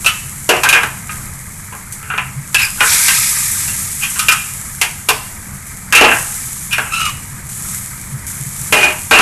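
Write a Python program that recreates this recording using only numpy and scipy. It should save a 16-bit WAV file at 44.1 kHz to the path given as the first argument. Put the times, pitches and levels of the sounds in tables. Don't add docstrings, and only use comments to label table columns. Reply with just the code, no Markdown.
import sys
import numpy as np
from scipy import signal
from scipy.fft import rfft, irfft
from scipy.io import wavfile
from scipy.ndimage import uniform_filter1d

SR = 44100
rng = np.random.default_rng(int(sys.argv[2]) if len(sys.argv) > 2 else 0)


def transcribe(u):
    v = np.clip(np.atleast_2d(u).T, -1, 1)
    q = np.round(v * 32767).astype(np.int16)
    wavfile.write(sys.argv[1], SR, q)


N = 406161
TIME = np.arange(N) / SR

# (time [s], relative ring level [dB],
# deep flex [dB re ring], edge crack [dB re ring], ring freedom [1 = no added damping],
# frequency favoured by the spot struck [Hz])
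WOK_KNOCKS = [(0.491, 4.5, 5.5, -5, 0.55, 390), (0.564, -13, 1, -3, 0.46, 2760),
              (0.6344, 1, -13, -5.5, 1, 950), (0.6885, -4, -18, 6, 0.47, 2450),
              (0.7276, 8, -12, -11.5, 0.9, 2410), (0.832, -1, -7.5, -16, 0.52, 1640),
              (1.724, -19.5, -1, -39, 1.0, 1010), (2.1008, -6.5, -19, -37, 0.83, 1440),
              (2.1783, -1, -21.5, -23, 0.71, 2460), (2.545, 0, -28, 0.5, 0.39, 1700),
              (2.806, 5, -13.5, -14.5, 0.84, 1500), (3.082, -0.5, -30, -1.5, 0.7, 1870),
              (4.8139, -1, -11, 0, 0.57, 2130), (5.0874, 1, -2, 0.5, 0.57, 1040),
              (5.9247, 3, -36, -8, 0.9, 1670), (5.9502, 8.5, -30, -2, 1.0, 2500),
              (6.0108, 8, 6, -13, 0.96, 2700), (6.1139, 3, -16, -32, 1, 1780),
              (6.7814, -0.5, -9, -19, 0.8, 1530), (8.7243, 4, 1, -5, 0.74, 2280),
              (8.83, 4.5, -17, -35, 0.92, 2550), (9.1105, 8.5, -4, -13, 0.65, 1560),
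              (9.1871, 9, -13, -17, 1.0, 1320)]
LADLE_CLINKS = [(0.0458, -16.5, 0.5, 2, 0.47, 2820), (0.0613, 3, -33, -2.5, 0.61, 2810),
                (1.0932, -11, -21, -21, 1.0, 2110), (4.192, -6, -36.5, 0, 1, 1230),
                (4.2843, 9.5, -40, -5.5, 0.5, 2430), (4.3214, -0.5, -30, -4, 0.41, 1300)]
# (frequency [Hz], relative level [dB], T60 [s])
WOK_MODES = [(365, -6, .14), (432, -5, .15), (470, -5, .15), (612, -6, .17), (742, -6, .17), (845, -6, .15),
             (1020, -6, .18), (1150, -11, .15), (1328, -4, .22), (1442, -5, .2), (1567, -1, .18),
             (1628, -2, .22), (1700, -4, .14), (2058, -6, .14), (2380, -3, .12), (2454, 2, .17),
             (2560, -3, .11), (2660, -3, .12), (2745, -1, .16), (2884, -3, .13), (3200, -15, .1),
             (3795, -16, .12), (6500, -20, .1), (8700, -20, .1)]
LADLE_MODES = [(1255, 1, .27), (1335, -1, .25), (1430, -1, .24), (1515, -1, .23), (1610, -4, .22),
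               (1830, -9, .3), (2425, 1, .17), (2645, -4, .16), (2785, -5, .14), (3800, -17, .15),
               (5260, -19, .12), (6950, -18, .15), (7500, -18, .15), (8480, -12, .16), (9120, -17, .12)]


def gain_of(db):
    return 10 ** (np.asarray(db) / 20)


def unit_rms(x):
    return x / np.sqrt(np.mean(x ** 2) + 1e-20)


def curve_at(points, hz):
    point_hz, value = np.transpose(points)
    return np.interp(np.log(hz + 1), np.log(point_hz + 1), value)


def add(mix, start, sound):
    part = mix[max(round(start * SR), 0):][:len(sound)]
    part += sound[:len(part)]


def wander(size, rate_hz):
    hz = np.fft.rfftfreq(size, 1 / SR)
    return unit_rms(irfft(rfft(rng.standard_normal(size)) / (1 + (hz / rate_hz) ** 2), size))


def coloured(x, spectrum, size=4096):
    log_gain = np.log(gain_of(curve_at(spectrum, abs(np.fft.fftfreq(size, 1 / SR)))))
    taps = np.fft.ifft(np.exp(np.conj(signal.hilbert(log_gain)))).real
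    return unit_rms(signal.oaconvolve(x, taps[:size // 2])[:len(x)])


def damped(x, t60_curve):
    hz, t, bands = signal.stft(x, SR, nperseg=256)
    decay = np.exp(-np.log(1000) * t / curve_at(t60_curve, hz)[:, None])
    return signal.istft(bands * decay, SR, nperseg=256)[1][:len(x)]


def impulses(size, per_s, spread_db):
    chance, draw, sign = rng.random((3, size))
    strength = np.minimum(-np.log(1 - draw), 6)
    return unit_rms((chance < per_s / SR) * np.sign(sign - .5) * gain_of(spread_db * strength))


def burner(level_db=-32, swell_db=1.3, hollow_hz=135):
    # (frequency [Hz], relative spectral density [dB])
    roar_spectrum = [(10, -12.5), (25, -1), (40, -5), (55, -4), (90, 1), (115, -3.5), (135, 4.5), (160, -7),
                     (195, -2.5), (250, -14.5), (340, -21), (550, -25), (1200, -19.5), (4000, -41)]
    # (time [s], duration [s], level [dB])
    gulps = [(2.35, 0.066, -24), (4.23, 0.047, -35), (7.12, 0.041, -31), (8.11, 0.074, -24.5),
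             (8.385, 0.064, -27.5), (8.45, 0.05, -26.5), (8.60, 0.031, -27.5)]
    swell = gain_of(level_db + swell_db * wander(N, rate_hz=2.9))
    out = swell * coloured(rng.standard_normal(N), roar_spectrum, size=16384)
    for start, length, db in gulps:
        t = TIME[:int(length * SR)]
        boom = np.hanning(len(t)) * np.sin(2 * np.pi * (hollow_hz * t + rng.random()))
        add(out, start, gain_of(db) * unit_rms(boom))
    return out


def sizzle_level(simmer_db=-34.5):
    # (time [s], spreading time [s], level [dB], boil-off time constant [s])
    flares = [(0.0, 0.0075, -27, 0.91), (0.52, 0.059, -33, 0.55), (1.1, 0.013, -27.5, 0.16),
              (1.923, 0.0012, -21.5, 0.029), (2.15, 0.056, -37, 0.26), (2.38, 0.42, -24, 0.34),
              (2.77, 0.15, -9.5, 0.73), (3.75, 0.42, -24, 0.48), (5.66, 0.01, -31, 0.092),
              (5.98, 0.16, -20.5, 0.7), (7.486, 0.005, -25.5, 0.55), (7.55, 0.2, -23, 0.14),
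              (8.265, 0.0056, -22.5, 0.17), (8.27, 0.37, -24, 1), (9.11, 0.13, -14, 0.4)]
    power = np.full(N, gain_of(simmer_db) ** 2)
    for start, spread, db, boil_off in flares:
        wetness = np.minimum(TIME / spread, 1) * np.exp(-np.maximum(TIME - spread, 0) / boil_off)
        add(power, start, (gain_of(db) * wetness) ** 2)
    return 10 * np.log10(power)


def bubbles(spectrum, per_s, spread_db, hiss_db, clump_db):
    bursts = impulses(N, per_s, spread_db) + gain_of(hiss_db) * rng.standard_normal(N)
    return coloured(bursts * gain_of(clump_db * wander(N, rate_hz=29)), spectrum)


def sauce_blips(sizes=24, per_s=90, decay_cycles=10, pitch_rise=.06):
    t = TIME[:SR // 20]
    out = np.zeros(N)
    for hz in np.geomspace(1150, 2500, sizes):
        age = hz * t / decay_cycles
        envelope = (1 - np.exp(-10 * age)) * np.exp(-age)
        glide = 1 + pitch_rise * (1 - np.exp(-age / 2))
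        note = envelope * np.sin(2 * np.pi * hz * t * glide)
        out += signal.oaconvolve(impulses(N, per_s / sizes, spread_db=2), note)[:N]
    return unit_rms(out)


def spits():
    # (frequency [Hz], relative spectral density [dB])
    snap_spectrum = [(500, -18), (2500, -11), (5000, -4), (8000, -3), (12500, -5)]
    return coloured(impulses(N, per_s=25, spread_db=2.5), snap_spectrum)


def frying(full_flare_db=-10, coarse_slope=1.98, boil_slope=1.6):
    # (frequency [Hz], relative spectral density [dB])
    fine_spectrum = [(1500, -40), (3000, -16), (4800, -17.5), (6000, -8), (7000, -2.5), (8100, 0),
                     (9200, -3.5), (11000, -1.5), (12600, -5.5)]
    coarse_spectrum = [(1000, -32), (2400, 9.5), (3000, -4), (3500, 2.5), (4300, 3.5), (6000, 8),
                       (7500, -27), (12000, -31)]
    juice_spectrum = [(200, -20), (400, -12), (740, -33), (910, 8.5), (1090, -3.5), (1290, 10.5),
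                      (1430, -2.5), (1600, 10), (1780, 8.5), (2050, 11), (2220, 10.5), (2400, 7.5),
                      (2750, -15), (4500, -4.5)]
    fine = bubbles(fine_spectrum, per_s=2400, spread_db=8, hiss_db=9, clump_db=1)
    coarse = bubbles(coarse_spectrum, per_s=5000, spread_db=3, hiss_db=9, clump_db=2)
    juice = bubbles(juice_spectrum, per_s=980, spread_db=2, hiss_db=-0.5, clump_db=1.4)
    juice += gain_of(-7) * sauce_blips()
    sizzle_db = sizzle_level()
    flare_db = sizzle_db - full_flare_db
    spatter = gain_of(sizzle_db + 1) * fine + gain_of(-17 + coarse_slope * flare_db) * coarse
    boil_gain = np.hypot(gain_of(-39), gain_of(-20 + boil_slope * flare_db))
    return spatter + gain_of(sizzle_db - 19) * spits() + boil_gain * juice


def steel_ring(modes, crowd_db, spot_hz, scatter_db=4.5, spot_q=6, spot_boost_db=4):
    # (frequency [Hz], relative spectral density [dB])
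    crowd_spectrum = [(100, -51), (250, -5.5), (400, -11), (700, -7.5), (1100, -1.5), (1600, -1.5),
                      (2000, -2.5), (2600, -4.5), (3000, -6.5), (3600, -12), (7000, -11), (12500, -12)]
    # (frequency [Hz], T60 [s])
    crowd_t60 = [(300, 0.35), (1500, 0.35), (2800, 0.29), (4000, 0.11), (12000, 0.1)]
    t = TIME[:SR // 2]
    hz, db, t60 = np.transpose(modes)[:, :, None]
    scatter, phase = rng.standard_normal((len(modes), 2)).T[:, :, None]
    envelopes = gain_of(db + scatter_db * scatter) * np.exp(-np.log(1000) * t / t60)
    tones = envelopes * np.sin(2 * np.pi * (hz * t + phase))
    crowd = damped(coloured(rng.standard_normal(len(t)), crowd_spectrum), crowd_t60)
    ring = unit_rms(tones.sum(0)) + gain_of(crowd_db) * unit_rms(crowd)
    favoured = signal.lfilter(*signal.iirpeak(spot_hz, spot_q, fs=SR), ring)
    return ring + gain_of(spot_boost_db) * favoured


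def balance_bands(x, flex_db, edge_db, window_s, flex_hz=820, edge_hz=3500):
    cuts = [(flex_hz, "low"), ([flex_hz, edge_hz], "band"), (edge_hz, "high")]
    filters = [signal.butter(4, hz, kind, fs=SR, output="sos") for hz, kind in cuts]
    bands = np.array([signal.sosfilt(sos, x) for sos in filters])
    peak_power = uniform_filter1d(bands ** 2, int(window_s * SR), axis=1, mode="constant").max(1)
    return gain_of([flex_db, 0, edge_db]) / np.sqrt(peak_power + 1e-20) @ bands


def squeaks(trim_db=1, jitter=.045, flutter_db=4.5, attack_s=0.0022, release_s=0.025):
    # (time [s], duration [s], relative level [dB], pitch [Hz], pitch sag [fraction],
    # octave [dB re fundamental], each higher overtone [dB re fundamental])
    strokes = [(2.546, 0.077, -14, 2620, 0.143, -22, -28), (2.614, 0.067, -13.5, 2490, 0.0092, -8, -12),
               (6.92, 0.19, -22, 1338, 0.2, 1.5, -12)]
    out = np.zeros(N)
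    for start, length, db, hz, sag, octave_db, overtone_db in strokes:
        t = TIME[:int(length * SR)]
        slowing = sag * (t / length) ** 3.3
        cycles = np.cumsum(hz * (1 - slowing) * (1 + jitter * wander(len(t), rate_hz=450))) / SR
        partials_db = [0, octave_db - 68 * slowing] + [overtone_db] * 5
        tone = np.zeros(len(t))
        for harmonic, partial_db in enumerate(partials_db, 1):
            amplitude = gain_of(partial_db + flutter_db * wander(len(t), rate_hz=100))
            tone += amplitude * np.sin(2 * np.pi * harmonic * cycles)
        grip = np.minimum(t / attack_s, 1) * np.minimum((length - t) / release_s, 1)
        add(out, start, gain_of(db + trim_db) * grip * tone)
    return out


def pressure(length, bite_s=0.0061, held_share=0.47, ease_db=-19.5):
    t = TIME[:int(length * SR)]
    easing = np.maximum(t / length - held_share, 0) / (1 - held_share)
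    return np.minimum(t / bite_s, 1) * gain_of(ease_db * easing)


def scrapes(trim_db=-3, chatter_db=4.5, skid_s=0.041):
    # (time [s], duration [s], relative ring level [dB], deep flex [dB re ring],
    # edge hiss [dB re ring], chatter frequency of the blade [Hz])
    strokes = [(0.511, 0.08, -15.5, -2.5, -19, 2480), (0.643, 0.19, -10, -17, -24, 1630),
               (2.017, 0.25, -27, -14.5, -40, 1340), (2.556, 0.13, -21, -42, 3.5, 1660),
               (2.77, 0.04, -23.5, -25, -12, 1400), (3.672, 0.026, -33.5, -14, 11, 2770),
               (4.006, 0.077, -22, -36, 3.5, 2750), (4.153, 0.05, -25.5, -22, -5, 1310),
               (5.928, 0.22, -5.5, -18, -17, 2670), (6.708, 0.033, -14, -34, -0.5, 2680),
               (6.848, 0.11, -28.5, -37, -26, 2500), (6.933, 0.21, -29.5, -25, 10, 2480),
               (8.728, 0.19, -13, -6.5, -3, 2350), (9.109, 0.19, -6, -7.5, -10.5, 2670)]
    slips = impulses(N, per_s=420, spread_db=4.5) * gain_of(chatter_db * wander(N, rate_hz=90))
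    slides = []
    for modes, strikes in [(WOK_MODES, WOK_KNOCKS), (LADLE_MODES, LADLE_CLINKS)]:
        for start, db, flex_db, edge_db, _, spot_hz in strikes:
            slides.append((modes, start, skid_s, db - 21.5, flex_db + 1, edge_db + 5.5, spot_hz))
    slides += [(WOK_MODES, *stroke) for stroke in strokes]
    out = np.zeros(N)
    for modes, start, length, db, flex_db, edge_db, spot_hz in slides:
        drive = slips[int(start * SR):][:int(length * SR)]
        force = drive * pressure(length)[:len(drive)]
        ring = signal.fftconvolve(force, steel_ring(modes, crowd_db=1.5, spot_hz=spot_hz))
        add(out, start, gain_of(db + trim_db) * balance_bands(ring, flex_db, edge_db, length))
    return out


def blows(strikes, modes, crowd_db, force_db, flex_trim_db, edge_trim_db):
    out = np.zeros(N)
    for start, db, flex_db, edge_db, freedom, spot_hz in strikes:
        damping_per_s = 10 * (1 / max(freedom, .1) ** 2 - 1)
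        ring = steel_ring(modes, crowd_db, spot_hz)
        ring *= np.exp(-damping_per_s * TIME[:len(ring)])
        blow = balance_bands(ring, flex_db + flex_trim_db, edge_db + edge_trim_db, window_s=0.0052)
        add(out, start, gain_of(db + force_db) * blow)
    return out


def kitchen(x, wet_db, delay_s=0.0036):
    # (frequency [Hz], T60 [s])
    room_t60 = [(250, 0.31), (700, 0.63), (2000, 0.42), (5000, 0.67), (12000, 1)]
    reflections = impulses(SR // 2, per_s=3000, spread_db=0)
    tail = damped(reflections, room_t60) * (TIME[:SR // 2] > delay_s)
    return x + gain_of(wet_db) * signal.oaconvolve(x, tail / np.linalg.norm(tail))[:N]


def scene():
    knocks = blows(WOK_KNOCKS, WOK_MODES, crowd_db=1, force_db=-10, flex_trim_db=-6.5, edge_trim_db=7.5)
    clinks = blows(LADLE_CLINKS, LADLE_MODES,
                   crowd_db=-5, force_db=-11, flex_trim_db=-1, edge_trim_db=8.5)
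    utensils = kitchen(knocks + clinks + scrapes() + squeaks(), wet_db=-11)
    food = kitchen(frying(), wet_db=-8)
    mono = burner() + food + utensils
    return np.array([mono, mono])


def record(dry, ceiling=0.79, knee=6, cutoff_hz=12600):
    clipped = dry / (1 + (dry / ceiling) ** knee) ** (1 / knee)
    low_pass = signal.firwin(511, cutoff_hz, window=("kaiser", 8), fs=SR)
    return signal.oaconvolve(clipped, low_pass[None], "same")


dry = scene()
out = record(dry)
transcribe(out)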